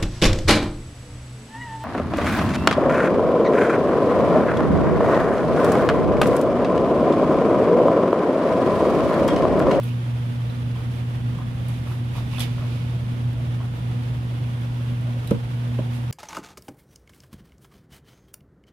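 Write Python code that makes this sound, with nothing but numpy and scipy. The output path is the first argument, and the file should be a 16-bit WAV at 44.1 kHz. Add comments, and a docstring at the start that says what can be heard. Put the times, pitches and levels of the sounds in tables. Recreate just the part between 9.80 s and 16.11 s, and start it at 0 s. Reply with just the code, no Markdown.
"""A fish fillet is trimmed on a thick plastic cutting board in a small, hard-walled shop.
A cooling unit hums and blows from start to end. Right away skin snaps, the blade clinks on rib bones
and fibres tear with a wet rasp. From about one second the flesh squelches as air pockets pop.
The cutting is busiest near 2.6 s, where the fan's rumble also peaks; then flesh starts to rub on the
board. Near the end the edge knocks on the board twice. Each knife sound has a short echo."""
import sys
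import numpy as np
from scipy import signal
from scipy.fft import rfft, irfft
from scipy.io import wavfile

SR = 44100
rng = np.random.default_rng(int(sys.argv[2]) if len(sys.argv) > 2 else 0)


def store_wav(level_fs):
    """Save 16-bit WAV to argv[1]."""
    pcm = np.round(np.clip(np.atleast_2d(level_fs), -1, 1) * 32767)
    wavfile.write(sys.argv[1], SR, pcm.T.astype(np.int16))


N = 278271
TIME = np.arange(N) / SR  # clock for the whole scene [s]
RING = np.arange(SR // 2) / SR  # clock for one short sound [s]


def undb(db):
    """Turn decibels into a number to multiply by."""
    return 10 ** (np.asarray(db) / 20)


def unit(x):
    """Scale a sound to an average strength (rms) of 1."""
    return x / np.sqrt(np.mean(np.abs(x) ** 2))


def over_hz(points, size):
    """Join a table's (frequency, value) points into a curve over a whole spectrum."""
    hz, value = np.transpose(points)
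    bin_hz = np.arange(size // 2 + 1) * SR / size
    return np.interp(np.log(bin_hz + 1), np.log(hz), value)


def colour(x, points):
    """Shape a sound's bass and treble with a (frequency, level) table, at strength 1."""
    size = x.shape[-1]
    return unit(irfft(rfft(x) * undb(over_hz(points, size)), size))


def pan(db):
    """Left and right gains: positive dB moves a sound left, negative right."""
    return undb(np.array([[1], [-1]]) * db / 2)


def fade(t60):
    """Die away by 60 dB in t60 seconds, the 'fade time' of the tables."""
    return np.exp(-np.log(1000) * RING / max(t60, 1e-3))


def swell(s, half):
    """A smooth rise and fall that peaks at time s and has a half length in seconds."""
    return np.exp(-((TIME - s) / half) ** 2 / 2)


def add(track, s, sound):
    """Mix a sound into a track from time s."""
    start = int(s * SR)
    track[..., start:start + sound.shape[-1]] += sound[..., :N - start]


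def flutter(width_hz):
    """A slow random wobble; its complex values can shake both a tone's level and its phase."""
    hz = np.arange(N // 2 + 1) * SR / N
    real, imag = irfft(rfft(rng.standard_normal((2, N))) / (1 + (hz / width_hz) ** 2), N)
    return unit(real + 1j * imag)


def ring(modes, pitch):
    """A struck object's own tones (modes); neighbours swing opposite ways, so the ring builds briefly."""
    return sum((-1) ** k * undb(db) * fade(t60) * np.sin(2 * np.pi * f * pitch * RING)
               for k, (f, db, t60) in enumerate(modes))


def crack(spectrum, t60):
    """A burst of noise from the knife's edge."""
    return colour(rng.standard_normal((2, len(RING))), spectrum) * fade(t60)


def room(x, wet_db, low_fade_s=0.24, treble_fade_s=0.14):
    """The walls add a short echo, different left and right, whose treble dies first."""
    noise = rng.standard_normal((2, len(RING)))
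    low = signal.sosfilt(signal.butter(1, 2000, fs=SR, output="sos"), noise)
    tail = low * fade(low_fade_s) + (noise - low) * fade(treble_fade_s)
    tail *= 1 - np.exp(-RING / 0.00085)  # soft start
    direct = x * np.ones((2, 1))
    echo = signal.fftconvolve(direct, unit(tail) / np.sqrt(len(RING)), axes=1)[:, :N]
    return direct + undb(wet_db) * echo


def compressor(hum_hz=120.1, flutter_hz=9, waver_db=1):
    """The cooling unit hums at twice the mains rate, with unsteady overtones and thin whines."""
    # tones of the hum: (multiple of hum_hz, level above the hum [dB], flutter share, pan [dB])
    hum_tones = [(1, 1.5, 0.14, -0.6), (2, -14, 0.51, -6.5), (3, -31.5, 0.96, -10), (4, -31.5, 0.93, 5)]
    # faint whines of the unit: (pitch [Hz], level [dB])
    whines = [(964, -65), (1445, -68), (2803, -69), (3435, -70), (4858, -79), (8965, -81), (9070, -82),
              (10078, -80), (10739, -77)]
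    out = np.zeros((2, N))
    hum_db = -27 + waver_db * flutter(1.2).real
    for multiple, db, share, pan_db in hum_tones:
        steady = np.sqrt(max(1 - share ** 2, 0))
        tone = (steady + share * flutter(flutter_hz)) * np.exp(2j * np.pi * multiple * hum_hz * TIME)
        out += np.sqrt(2) * undb(hum_db + db) * pan(pan_db) * tone.real
    for hz, db in whines:
        phase = rng.uniform(0, np.pi, (2, 1))  # reflections put left and right out of step
        tone = flutter(9.1) * np.exp(2j * np.pi * hz * TIME) * np.exp(1j * phase)
        out += np.sqrt(2) * undb(db) * tone.real
    return out


def fan(rumble_db=-37.5, swell_db=5.5, air_db=-41.5, surge_db=1.2):
    """The fan blows rushing air over a rumble that swells once; only the bass is alike on both sides."""
    # low rumble of the fan: (frequency [Hz], level [dB])
    rumble_colour = [(20, -14), (40, -4.5), (68, 5.5), (100, 4), (135, 7), (165, 3), (200, -1), (255, -5.5),
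                     (290, -6), (420, -28.5), (1500, -92)]
    # rush of the air: (frequency [Hz], level [dB])
    air_colour = [(60, -18), (150, 3.5), (330, 4), (400, -1), (465, 2.5), (700, -1.5), (1100, -3),
                  (1600, -5.5), (2400, -8), (3400, -9.5), (4100, -15), (7800, -24.5), (8800, -22),
                  (11500, -24), (15500, -31)]
    # how alike left and right are: (frequency [Hz], likeness [-1 to 1])
    likeness = [(100, 0.98), (200, 0.82), (350, 0.41), (700, 0.36), (1300, -0.36), (3000, 0.15),
                (12000, -0.17)]
    # the fan stands to the right: (frequency [Hz], pan [dB])
    fan_pan = [(100, -0.5), (330, -0.5), (500, -1), (1700, -2), (2600, -6), (3400, -7), (4500, -1.5),
               (9000, .5), (14000, 0)]
    noise = rng.standard_normal((2, 2, N))
    rumble = colour(noise[0], rumble_colour) * undb(rumble_db + swell_db * swell(2.57, half=1.87))
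    air = colour(noise[1], air_colour) * undb(air_db + surge_db * flutter(18).real)
    shared, opposed = rfft(rumble + air)
    alike = np.clip(over_hz(likeness, N), -.999, .999)
    shared *= np.sqrt((1 + alike) / 2)
    opposed *= np.sqrt((1 - alike) / 2)
    left_right = np.array([shared + opposed, shared - opposed])
    return irfft(left_right * pan(over_hz(fan_pan, N)), N)


def snaps():
    """Short, bright cracks of the knife: skin snapping, and a tick as the edge first meets the board."""
    # cracks at the edge: (time [s], level [dB], fade time [s], added treble tilt [dB per octave])
    cracks = [(0.031, -42.5, 0.14, 13), (1.884, -43, .08, 2), (2.595, -30, 0.031, -2),
              (2.6046, -29.5, 0.1, -2), (3.5295, -50, .02, 2.5), (5.2097, -50, .03, 3),
              (5.4743, -36.5, .028, 5), (5.5087, -33.5, .018, -2.5)]
    # a crack before its tilt: (frequency [Hz], level [dB])
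    snap_colour = [(600, -14), (2000, -4), (5000, -2), (7000, -6), (9000, 0), (11500, 0), (13500, -5),
                   (15500, -11)]
    out = np.zeros((2, N))
    for s, db, t60, tilt_db in cracks:
        spectrum = [(hz, level + tilt_db * np.log2(hz)) for hz, level in snap_colour]
        add(out, s, undb(db) * crack(spectrum, t60))
    return room(out, wet_db=-22)


def clinks(rib_gap_s=.0123, rib_hz=2840, scatter=0.037):
    """The blade rings briefly at each bone; along the ribs the clinks come evenly and grow louder."""
    # tones of the blade, damped by flesh: (multiple of the clink's pitch, level [dB], fade time [s])
    blade = [(.92, -2.5, 0.038), (1, 0.5, 0.058), (1.07, -1.5, 0.03), (1.3, -12.5, 0.05),
             (3.17, -10, 0.036)]
    # the blade slips off a single bone: (time [s], level [dB], pitch [Hz])
    bones = [(0.032, -48, 3400), (.698, -50, 3950), (2.39, -51, 3680), (2.5818, -35, 3370),
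             (2.6033, -29.5, 3420), (5.4743, -45.5, 3920)]
    # the edge skips along the ribs: (start [s], end [s], first level [dB], growth [dB per s])
    rib_runs = [(.078, 0.115, -48, 30), (2.534, 2.576, -44, 130)]
    out = np.zeros(N)
    for s, db, hz in bones:
        add(out, s, undb(db) * ring(blade, hz))
    for start, end, db, growth_db in rib_runs:
        for s in np.arange(start, end, rib_gap_s):
            hz = rib_hz * (1 + scatter * rng.standard_normal())
            # a soft touch on a thin rib leaves the highest tone silent
            add(out, s, undb(db + growth_db * (s - start)) * ring(blade[:-1], hz))
    return room(out * pan(-13), wet_db=-4)


def slicing(tears_per_s=7000, grain_db=3):
    """Fibres tear in many tiny clicks: a fine wet hiss, and a coarser rasp where the edge rides on bone."""
    # knife strokes: (peak time [s], level [dB], half length [s], rasp above the hiss [dB])
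    strokes = [(.06, -57.5, 0.037, 6.5), (1.153, -61.5, .032, 4), (1.923, -60.5, .048, 6.5),
               (2.11, -57.5, 0.047, 4), (2.368, -54.5, 0.025, 7.5), (2.562, -56.5, 0.05, 7.5),
               (2.619, -44, 0.015, 7), (2.85, -65.5, 0.24, 13.5), (4.256, -70, 0.013, 17),
               (5.5, -59, .04, 3.5), (6.153, -56.5, 0.023, 5)]
    # wet hiss of a stroke: (frequency [Hz], level [dB])
    hiss_colour = [(2000, -16), (5000, -6), (7500, -6), (9500, 0), (12000, -2), (15500, -16)]
    # coarse rasp of a stroke: (frequency [Hz], level [dB])
    rasp_colour = [(300, 10.5), (1100, -5.5), (1700, 0), (2300, 7.5), (3300, 6), (4500, 0), (7000, -9.5),
                   (11000, -24), (15500, -40)]
    fine, coarse = np.zeros((2, N))
    for s, db, half, rasp_db in strokes:
        force = undb(db) * swell(s, half)
        fine += force
        coarse += force * undb(rasp_db)
    tears = rng.random(N) < tears_per_s / SR
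    sizes = undb(grain_db * np.minimum(rng.exponential(size=N), 4))
    clicks = tears * sizes * rng.standard_normal((2, 2, N))
    hiss = fine * colour(clicks[0], hiss_colour)
    rasp = coarse * colour(clicks[1], rasp_colour) * pan(-7.5)
    return room(hiss + rasp, wet_db=0.5)


def squelches(count=24, cluster_s=.06, spread=0.21, after_db=-6, fade_db_per_s=150, cycles=16):
    """An air pocket pops in the wet flesh, and smaller pops of scattered pitch follow."""
    # air pockets in the flesh: (time [s], level [dB], pitch [Hz])
    pockets = [(.956, -34, 1050), (1.587, -31, 1110), (2.073, -31.5, 1040), (2.106, -34.5, 1200),
               (2.354, -30.5, 990), (2.378, -33, 1040), (2.533, -32.5, 1050), (2.5823, -28, 1060),
               (2.782, -31.5, 1200), (2.809, -31, 1250), (3.804, -31.5, 1070)]
    out = np.zeros(N)
    pop = lambda hz: fade(cycles / hz) * np.sin(2 * np.pi * hz * RING)
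    for s, db, hz in pockets:
        add(out, s, undb(db) * pop(hz))
        delays = cluster_s * rng.random(count)
        detunes = spread * rng.standard_normal(count)
        for delay, detune in zip(delays, detunes):
            add(out, s + delay, undb(db + after_db - fade_db_per_s * delay) * pop(hz * np.exp(detune)))
    return room(out, wet_db=-9)


def rubs(width=0.14, half_s=0.03):
    """Wet flesh sticks and slips on the board, and once the fish lands on it: a dull creak, made of a narrow
    band of noise."""
    # flesh rubbing under the blade, and at 2.83 s the fish landing on the board: (peak time [s], level [dB],
    # pitch [Hz])
    creaks = [(2.83, -45, 593), (3.6, -48, 645), (3.677, -48, 615), (5.282, -47, 610), (5.362, -45, 556),
              (6.04, -48, 810)]
    out = np.zeros((2, N))
    for s, db, hz in creaks:
        band_hz = [hz * (1 - width / 2), hz * (1 + width / 2)]
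        resonance = signal.butter(2, band_hz, "band", fs=SR, output="sos")
        slips = signal.sosfilt(resonance, rng.standard_normal(N))
        out += undb(db) * unit(slips) * swell(s, half_s)
    return room(out, wet_db=-32)


def knocks(pivot_hz=400, bite_fade_s=0.067, settle_s=0.036, settle_db=-9):
    """The edge bites into the board with a dull crack, makes it ring and settles with a softer crack."""
    # tones of the board on its table: (base pitch [Hz], level [dB], fade time [s])
    board = [(142, 3.5, 0.095), (207, 4, 0.11), (262, -1.5, 0.11), (333, 0.5, 0.067), (457, 3, 0.089),
             (521, 1, 0.089), (554, -1.5, .08), (646, -13, .06), (854, -14, .054), (966, -14.5, 0.073),
             (1270, -14.5, .06), (1460, -22, .084)]
    # the edge hits the board: (time [s], ring level [dB], contact time [ms],
    # stiffness [factor on the pitches], tilt around pivot_hz [dB per octave], crack level [dB])
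    hits = [(5.5099, -16.5, 0.72, 1.02, -0.5, -30), (5.9864, -26.5, 0.67, 1.17, 0, -40)]
    # crack of the edge entering the board: (frequency [Hz], level [dB])
    bite = [(400, -10), (900, 2), (1350, -3), (1900, -15), (3000, -7), (5000, -26), (12000, -43)]
    out = np.zeros((2, N))
    for s, db, contact_ms, stiffness, tilt_db, crack_db in hits:
        modes = [(hz, level + tilt_db * np.log2(hz / pivot_hz), t60) for hz, level, t60 in board]
        span = contact_ms * SR / 1000  # a longer push leaves only the low tones
        push = np.sin(np.pi * np.minimum(np.arange(int(span) + 2) / span, 1))
        add(out, s, undb(db) * np.convolve(ring(modes, stiffness), push / push.sum()))
        add(out, s, undb(crack_db) * crack(bite, bite_fade_s))
        add(out, s + settle_s, undb(crack_db + settle_db) * crack(bite, bite_fade_s))
    return room(out * pan(-2.8), wet_db=-10)


def scene():
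    """Knife work over the running cooling unit."""
    return compressor() + fan() + knocks() + snaps() + clinks() + slicing() + squelches() + rubs()


def record(dry, top_hz=15600):
    """A steep filter removes the highest treble."""
    return signal.sosfilt(signal.ellip(10, .2, 80, top_hz, fs=SR, output="sos"), dry)


dry = scene()
out = record(dry)
store_wav(out)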